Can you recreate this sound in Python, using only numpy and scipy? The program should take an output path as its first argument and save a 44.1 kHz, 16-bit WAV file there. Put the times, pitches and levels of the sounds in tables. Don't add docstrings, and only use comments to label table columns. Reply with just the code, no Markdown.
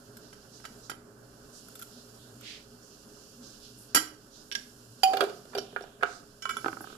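import sys
import numpy as np
from scipy import signal
from scipy.fft import rfft, irfft
from scipy.io import wavfile

SR = 44100
rng = np.random.default_rng(int(sys.argv[2]) if len(sys.argv) > 2 else 0)


def invert_db(level):
    return 10 ** (np.asarray(level, dtype=float) / 20)


def generate_wav(signal):
    frames = np.transpose(np.atleast_2d(signal))
    scaled = np.clip(frames, -1, 1) * 32767
    pcm = np.round(scaled).astype(np.int16)
    wavfile.write(sys.argv[1], SR, pcm)


N = 307367

# frequency in Hz, likeness from 0 to 1.
LIKENESS = [(200, 0.87), (450, 0.72), (800, 0.34), (1200, 0.072), (14000, 0.0067)]


def at_hz(points, hz):
    points = np.array(points)
    return np.interp(np.log(np.maximum(hz, 1)), np.log(points[:, 0]), points[:, 1])


def rms_one(x):
    return x / np.sqrt(np.mean(x ** 2) + 1e-20)


def drift(rate_hz):
    steps = rng.standard_normal(int(N / SR * 40) + 2)
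    smooth = signal.lfilter([1], [1, -np.exp(-2 * np.pi * rate_hz / 40)], steps)
    return np.interp(np.arange(N) / SR * 40, np.arange(len(smooth)), rms_one(smooth))


def pair(mid, side, hz):
    alike = np.clip(at_hz(LIKENESS, hz), 0, 1)
    return np.sqrt(1 + alike) * mid + np.sqrt(1 - alike) * side * np.array([[1], [-1]])


def hiss(spectrum, flicker_db):
    hz = np.arange(N // 2 + 1) * SR / N
    inside = (hz > spectrum[0][0]) & (hz < spectrum[-1][0])
    mid, side = rfft(rng.standard_normal((2, N))) * invert_db(at_hz(spectrum, hz)) * inside
    return rms_one(irfft(pair(mid, side, hz), N)) * invert_db(flicker_db * drift(9.4))


def kitchen(x):
    # frequency in Hz, time in seconds.
    fade_times = [(200, 0.45), (1500, 0.35), (5000, 0.32), (13000, 0.26)]
    t, tail = np.arange(SR // 2) / SR, 0
    for low in 100 * 2. ** np.arange(8):
        centre = 1.4 * low
        octave = signal.butter(2, [low, min(2 * low, .45 * SR)], "band", fs=SR, output="sos")
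        mid, side = signal.sosfilt(octave, rng.standard_normal((2, len(t))))
        tail = tail + pair(mid, side, centre) * invert_db(-60 * t / at_hz(fade_times, centre))
    tail = tail * np.clip(t / 0.0019, 0, 1)
    tail = tail / np.sqrt((tail ** 2).sum(1).mean())
    return signal.fftconvolve(x, tail, axes=1)[:, :N]


def rumble():
    # frequency in Hz, relative level in dB per Hz.
    colour = [(15, -5), (25, 1), (45, -5), (62, -5.5), (85, -19), (110, -12)]
    return invert_db(-70.5) * hiss(colour, flicker_db=1.5)


def hum_noise():
    # frequency in Hz, relative level in dB per Hz.
    colour = [(59, -42), (100, -5.5), (134, -1), (168, -2.5), (231, 1.5), (340, -6.5), (415, 4),
              (474, -9.5), (541, -3.5), (897, -13), (1530, -7.5), (2070, -28), (2400, -28), (3120, -67),
              (5280, -120)]
    # time in seconds, level in dB.
    levels = [(0.0, -57), (0.74, -55.5), (4.95, -59), (5.22, -51.5), (5.3, -55.5), (6.46, -58.5),
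              (6.64, -53), (6.97, -54)]
    return invert_db(np.interp(np.arange(N) / SR, *np.transpose(levels))) * hiss(colour, flicker_db=1.4)


def hum_tones():
    # time in seconds, level in dB.
    band_level = [(0.0, -72), (0.11, -56), (0.21, -65), (1.26, -61.5), (1.73, -68), (2.39, -57),
                  (2.56, -74), (2.68, -60), (2.97, -77), (3.53, -59.5), (3.61, -71), (3.75, -59),
                  (4.54, -75), (4.93, -55), (4.99, -69), (6.17, -69), (6.81, -58), (6.97, -82)]
    # frequency in Hz, level in dB, waver in dB.
    tones = [(62, -73, 3.5), (219, -71, 1.5), (244.2, -69, 7), (298.3, -69.5, 3.5), (417, -66.5, 1.6),
             (534, -74.5, 2)]
    t, band_hz = np.arange(N) / SR, 119.8
    band_phase = 2 * np.pi * band_hz * t + 1.06 * drift(2.2)
    out = invert_db(np.interp(t, *np.transpose(band_level))) * np.sin(band_phase)
    for hz, db, waver_db in tones:
        strength = invert_db(db + waver_db * drift(4.3))
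        out = out + strength * np.sin(2 * np.pi * hz * t + 1.67 * drift(0.91))
    return np.sqrt(2) * out


def rustle():
    # frequency in Hz, relative level in dB per Hz.
    dark_colour = [(1120, -42), (1900, -33), (2770, -0.5), (3840, -4.5), (4230, 1.5), (5450, 4.5),
                   (6250, -2.5), (7030, -3.5), (9000, -34), (11700, -50), (19800, -120)]
    bright_colour = [(4120, -30), (7000, 1.5), (8470, -4.5), (9910, -2), (10900, -4), (13300, -6),
                     (14800, -13.5)]
    # time in seconds, darker rustle in dB, brighter rustle in dB.
    loudness = [(0.0, -62.5, -62.5), (0.45, -61, -64), (0.79, -59.5, -60), (0.97, -71, -68),
                (1.26, -65.5, -65.5), (1.67, -58.5, -59), (2.44, -61.5, -61), (2.64, -62.5, -63.5),
                (3.71, -58.5, -60), (3.94, -60, -66), (4.13, -65, -66.5), (4.6, -62.5, -59.5),
                (4.95, -61, -61.5), (5.14, -53.5, -59.5), (5.98, -70, -66), (6.48, -62, -64),
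                (6.6, -52, -55.5), (6.97, -61, -60.5)]
    s, *columns = np.transpose(loudness)
    dark_db, bright_db = [np.interp(np.arange(N) / SR, s, column) for column in columns]
    dark = invert_db(dark_db) * hiss(dark_colour, flicker_db=1.5)
    return dark + invert_db(bright_db) * hiss(bright_colour, flicker_db=-0.5)


def strokes():
    # loudest moment in seconds, rise in seconds,
    # fall in seconds, level in dB, centre in Hz.
    brushes = [(0.272, 0.049, 0.037, -60, 4660), (.55, 0.017, 0.046, -54, 5300),
               (0.86, 0.031, 0.025, -54, 5300), (1.57, 0.028, 0.032, -51, 5900),
               (1.96, 0.038, 0.062, -58, 4460), (2.201, 0.016, 0.082, -61, 3800),
               (2.489, .04, 0.071, -44, 3300), (2.832, 0.011, 0.13, -59, 5750),
               (3.15, 0.044, 0.22, -61.5, 6200), (3.436, .008, 0.1, -52, 5200),
               (3.649, 0.028, 0.05, -53, 4470), (3.79, .012, 0.067, -55, 9600),
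               (4.36, 0.033, 0.064, -54, 5000), (5.63, 0.018, 0.26, -59.5, 3200),
               (6.13, 0.056, 0.052, -51, 5240), (6.88, 0.026, 0.081, -56, 3300)]
    # loudest moment in seconds, rise in seconds,
    # fall in seconds, level in dB, centre in Hz.
    thread_rubs = [(5.12, .04, 0.022, -43, 580), (5.19, .013, 0.017, -37, 614),
                   (5.27, .03, 0.037, -43.5, 510)]
    out, t = np.zeros((2, N + SR)), np.arange(SR) / SR - .2
    hz = np.arange(SR // 2 + 1) + 1
    for s, rise, fall, db, centre_hz in brushes + thread_rubs:
        width_oct = .27 + .024 * max(db + 60, 0)
        grains = rng.standard_normal((2, SR)) * invert_db(2.0 * rng.standard_normal(SR))
        band = np.exp(-.5 * (np.log2(hz / centre_hz) / width_oct) ** 2)
        swell = np.exp(-.5 * (t / np.where(t < 0, rise, fall)) ** 2)
        friction = rms_one(irfft(pair(*rfft(grains), hz) * band, SR))
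        at = round((s + t[0]) * SR)
        out[:, at:at + SR] += invert_db(db) * swell * friction
    return out[:, :N]


def contacts(events, modes, fall_below, crack_db, longest_s, detune, split_db, treble_damping=0):
    out, t = np.zeros((2, N + SR)), np.arange(SR // 4) / SR
    hz, mode_db, t60 = np.repeat(modes, 3, axis=0).T[:, :, None]
    neighbour = (np.arange(len(hz)) % 3 > 0)[:, None]
    limit_s = longest_s * (hz[0] / hz) ** treble_damping
    freqs = np.arange(len(t) // 2 + 1) * SR / len(t) + 1
    for s, strength_db, length, focus_hz, fall_above in events:
        contact = np.exp(-t / max(length, .0003))
        mode_strength = invert_db(mode_db + split_db * neighbour + 3.2 * rng.standard_normal(hz.shape))
        split_hz = hz * (1 + detune * neighbour * rng.standard_normal(hz.shape))
        angle = 2 * np.pi * (split_hz * t + rng.random(hz.shape))
        slip = np.pi * (1 - at_hz(LIKENESS, hz)) ** 2 * (2 * rng.random(hz.shape) - 1)
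        fading = invert_db(-60 * (t - length * (1 - contact)) / np.minimum(t60, limit_s))
        swell = mode_strength * (1 - contact ** 4) * fading
        ring = np.array([(swell * np.sin(np.float32(angle + port * slip))).sum(0) for port in (0, 1)])
        unevenness = np.sqrt(np.abs(rng.standard_normal(len(t))))
        mid, side = rfft(rng.standard_normal((2, len(t))) * unevenness * contact)
        octaves = np.log2(freqs / focus_hz)
        colour = invert_db(np.where(octaves < 0, fall_below * octaves, -fall_above * octaves))
        colour = colour / (1 + (190 / freqs) ** 4)
        ring = irfft(rfft(ring) * colour, len(t))
        crack = irfft(pair(mid, side, freqs) * colour, len(t))
        hit = ring / np.abs(ring).max() + invert_db(crack_db) * crack / np.abs(crack).max()
        early_rms = np.sqrt(np.mean(hit[:, :SR // 100] ** 2))
        at = round(s * SR)
        out[:, at:at + len(t)] += invert_db(strength_db - 6) * hit / early_rms * (t < .23)
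    return out[:, :N]


def crust_ticks():
    # start in seconds, strength in dB, contact length in seconds.
    ticks = [(0.169, -41, 0.0067), (1.685, -44.5, 0.0023), (1.754, -39, 0.01), (1.792, -38.5, 0.012),
             (1.815, -41, 0.0023), (1.8223, -33, 0.01), (2.41, -45, 0.0028)]
    # frequency in Hz, strength in dB, time to fall 60 dB in seconds.
    crust = [(1410, 5.5, 0.06), (3434, -4.5, 0.035), (5300, -5, 0.0058), (7330, -5.5, 0.017),
             (9900, -6, 0.017), (13000, -1, 0.044)]
    events = [row + (5000, -1.5) for row in ticks]
    return contacts(events, crust, fall_below=2.4, crack_db=3.0, longest_s=.015, detune=0.057, split_db=4.0)


def lid_ticks():
    # start in seconds, strength in dB, contact length in seconds, focus in Hz,
    # fall above the focus in dB per octave.
    ticks = [(4.5154, -31, 0.0015, 3020, 14), (4.5228, -28.5, 0.0047, 2870, 10.4),
             (4.5518, -21, 0.004, 2900, 9.5), (5.577, -35, 0.0027, 3200, 10.5),
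             (5.5832, -27.5, 0.004, 4100, 16), (5.8227, -47, 0.0021, 4640, 7)]
    # frequency in Hz, strength in dB, time to fall 60 dB in seconds.
    lid = [(1620, 3, 0.04), (3010, -6.5, 0.024), (3520, -17, 0.06), (3900, -33, 0.29), (4700, -11, 0.12),
           (4800, -22, 0.062), (5400, -14, 0.087), (5580, 3.5, 0.037), (6900, -11, 0.16), (7560, -28, 0.17),
           (8064, -25, 0.25), (8516, -39, 5.0), (9600, -17, 0.27), (9835, -62, 0.045), (10450, -27, 0.13),
           (10700, -10, 0.048)]
    return contacts(ticks, lid, fall_below=11.4, crack_db=4.0, longest_s=0.14, detune=0.0327, split_db=-2.5)


def lid_on_jar():
    # start in seconds, strength in dB, contact length in seconds, focus in Hz,
    # fall above the focus in dB per octave.
    knock = [(5.033, -8.5, 0.0052, 780, 2.3)]
    # frequency in Hz, strength in dB, time to fall 60 dB in seconds.
    jar = [(764, -9.5, 0.46), (1395, -12.5, 0.028), (2480, -11, 0.058), (2790, -9, 0.32),
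           (3070, 8.5, 0.019), (4640, -1.5, 0.024), (4870, 1.5, 0.031), (5440, -8.5, 0.051),
           (5500, -18, 0.37), (6830, -14, 0.29), (10300, -32.5, 0.084), (10000, -34, 0.2),
           (10900, -33, 0.16), (10640, -21, 0.17), (10960, -8.5, 0.09), (11980, -26.5, 0.25),
           (12530, -74, 5.0), (12700, -29.5, 0.1), (13700, -31.5, 0.074), (13800, -6, 0.12)]
    return contacts(knock, jar, fall_below=4.5, crack_db=-4.5, longest_s=0.25, detune=0.031, split_db=-13,
                    treble_damping=.6)


def lid_screwed_shut():
    # start in seconds, strength in dB, contact length in seconds,
    # focus in Hz, fall above the focus in dB per octave.
    knocks = [(5.134, -19, 0.009, 650, 6.5), (5.17, -22.5, 0.0034, 706, 2.1),
              (5.207, -14, 0.0062, 523, 4.6), (5.221, -19.5, 0.013, 450, 9.8),
              (5.237, -24.5, 0.0074, 398, 4.3), (5.296, -39, 0.004, 380, 2.7),
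              (5.452, -47, 0.0063, 541, 4.1), (5.55, -24, 0.0057, 428, 4.3), (5.567, -28, 0.0046, 430, 8.5),
              (5.583, -23.5, 0.00057, 394, 2.2), (5.727, -42.5, 0.0068, 547, 13),
              (5.808, -34, 0.0035, 705, 6.1), (5.839, -37.5, 0.0029, 730, 8)]
    # start in seconds, strength in dB, contact length in seconds.
    snap_rows = [(5.532, -39, .012), (5.762, -23.5, .0045), (6.01, -40, .0067), (6.026, -21.5, .006),
                 (6.033, -12, .0018)]
    # frequency in Hz, strength in dB, time to fall 60 dB in seconds.
    held_jar = [(394, 1.5, 0.061), (497, 1, 0.032), (589, -3, 0.021), (626, -11, 0.025), (714, 0.5, 0.063),
                (963, -23, 0.089), (1280, 3, 0.011), (1430, 1, 0.031), (1592, 3.5, 0.014),
                (2370, -4.5, 0.034), (2880, 0, .04), (3553, 4, 0.021), (3800, -8.5, 0.058),
                (4270, -1.5, 0.053), (4700, 9.5, 0.0096), (6650, -19, 0.059), (11600, -2, 0.028)]
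    snaps = [row + (1360, 17) for row in snap_rows]
    turning = contacts(knocks, held_jar, fall_below=7.1, crack_db=-4.5, longest_s=.15, detune=0.051,
                       split_db=-3.5)
    return turning + contacts(snaps, held_jar, fall_below=8, crack_db=-3, longest_s=.12, detune=0.05,
                              split_db=-4.5)


def spoon_lifted():
    # start in seconds, strength in dB, contact length in seconds,
    # focus in Hz, fall above the focus in dB per octave.
    clink_rows = [(6.422, -33, 0.0067, 4750, 10), (6.454, -23, 0.002, 1580, 8),
                  (6.492, -22, 0.0088, 1630, 4.7), (6.508, -27, 0.002, 1620, 4),
                  (6.568, -25, 0.0022, 1280, 4)]
    high_tick = [(6.8104, -42, 0.0015, 13000, 25)]
    # frequency in Hz, strength in dB, time to fall 60 dB in seconds.
    spoon = [(416, -14, 0.53), (1076, -13.5, 0.29), (1344, -1, 0.028), (1552, -4.5, 0.64),
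             (1990, -21, 0.16), (2290, -13, 0.096), (2990, -9.5, 0.28), (3400, -15, 0.12), (4980, -17, 5.0),
             (5430, -13, 0.43), (5900, -15.5, 0.43), (6770, -14.5, 0.2), (7150, -13, 0.15),
             (7628, -15, 0.085), (9100, -39, 5.0), (9722, -11.5, 0.24), (11000, -12, 0.29),
             (12130, -41, 5.0), (13170, -17, 0.23), (14320, -38.5, 0.19)]
    clinks = contacts(clink_rows, spoon, fall_below=4.2, crack_db=-4.5, longest_s=.105, detune=0.018,
                      split_db=-6.5)
    return clinks + contacts(high_tick, spoon, fall_below=34, crack_db=-1.0, longest_s=.105, detune=0.017,
                             split_db=-5.5)


def plate_rocks(count):
    # start in seconds, strength in dB.
    drops = [(6.645, -25), (6.66, -18), (6.682, -24)]
    # frequency in Hz, strength in dB, time to fall 60 dB in seconds.
    table_top = [(313, -4.5, 0.15), (409, -14.5, 0.07), (775, -15, 0.041), (1280, -5.5, 0.037),
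                 (1535, -2.5, 0.02), (2740, -21, 0.018), (3300, -12, 0.017)]
    contact_s, focus_hz = .0025, 1350
    events = [(s, db, contact_s, focus_hz, 14) for s, db in drops]
    gaps_s = .0445 * .915 ** np.arange(count)
    starts_s = 6.6845 + np.cumsum(gaps_s) - gaps_s
    for k, s in enumerate(starts_s):
        events.append((s, -28 - 2.1 * k, contact_s, focus_hz, 18))
    return contacts(events, table_top, fall_below=2.7, crack_db=-5.5, longest_s=.06, detune=0.048,
                    split_db=-5.5)


def spoon_on_plate():
    # start in seconds, strength in dB, contact length in seconds,
    # fall above the focus in dB per octave.
    tap_rows = [(0.328, -43, 0.0061, 8), (0.6, -49, 0.004, 15), (0.642, -43, 0.004, 8.5),
                (0.652, -33, 0.0048, 7.5), (0.897, -28.5, 0.0048, 5.5), (0.916, -33.5, 0.0035, 11),
                (3.947, -11, 0.0032, 2.5), (3.95, -14, 0.0033, 2.2), (3.959, -13, 0.0035, 4),
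                (3.968, -16, 0.005, 6), (3.974, -22, 0.0049, 7)]
    # frequency in Hz, strength in dB, time to fall 60 dB in seconds.
    plate = [(1338, 1.5, 0.017), (3200, -8.5, 0.093), (309, -13, 0.36), (1572, -6.5, 0.044),
             (1944, -13, 0.27), (2960, -9.5, 0.17), (4030, -6, 0.065), (4706, -2.5, 0.85),
             (5430, 0.5, 0.063), (5810, -8.5, 0.091), (5870, -5, 0.06), (6800, -25, 0.38),
             (6820, -5.5, 0.091), (7170, 2, 0.074), (7620, -2, 0.081), (8177, -29, 0.043),
             (8600, -26, 0.092), (8400, -17, 0.14), (9000, -14, 0.2), (9200, 0.5, 0.072),
             (9530, -4.5, 0.082), (11440, -24, 0.065), (11060, 4.5, 0.057), (11100, -2, 0.3),
             (12140, -17, 0.11), (12300, 1, 0.037), (13160, 3, 0.014), (12500, -15, 0.069),
             (13300, -8, 0.53), (14700, -20, 0.13)]
    focus_hz = 1450
    taps = [(s, db, length, focus_hz, fall) for s, db, length, fall in tap_rows]
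    return contacts(taps, plate, fall_below=1.5, crack_db=-0.5, longest_s=.1, detune=.025, split_db=-1.5,
                    treble_damping=.2)


def scene():
    background = rumble() + hum_noise() + hum_tones() + rustle() + strokes()
    hits = (crust_ticks() + lid_ticks() + lid_on_jar() + lid_screwed_shut()
            + spoon_lifted() + spoon_on_plate())
    rocking = plate_rocks(count=9)
    echo = kitchen(invert_db(-9.5) * hits + invert_db(-13.5) * rocking)
    return background + hits + rocking + echo


def band_limit(x):
    return signal.sosfilt(signal.butter(12, 15640, fs=SR, output="sos"), x)


def record(dry):
    # frequency in Hz, left minus right in dB.
    port_difference = [(200, 0.5), (450, -3), (800, -6), (1200, -10.5), (1600, -15.5), (2050, 6.5),
                       (2600, -8.5), (3500, -7.5), (4500, -10.5), (5700, -9.5), (7200, -13.5), (9000, -3),
                       (11000, -3), (13000, 7)]
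    hz = np.arange(N // 2 + 1) * SR / N
    tilt = invert_db(at_hz(port_difference, hz))
    ports = np.sqrt(2 / (1 + tilt ** 2)) * np.array([tilt, np.ones_like(tilt)])
    heard = irfft(rfft(dry) * ports, N)
    peak_top = .75
    rounded = peak_top * np.tanh(heard / peak_top)
    top_cut = invert_db(at_hz([(14500, 0), (14800, -22), (16500, -45)], hz))
    mix = irfft(rfft(rounded) * top_cut, N)
    return band_limit(mix)


dry = scene()
out = record(dry)
generate_wav(out)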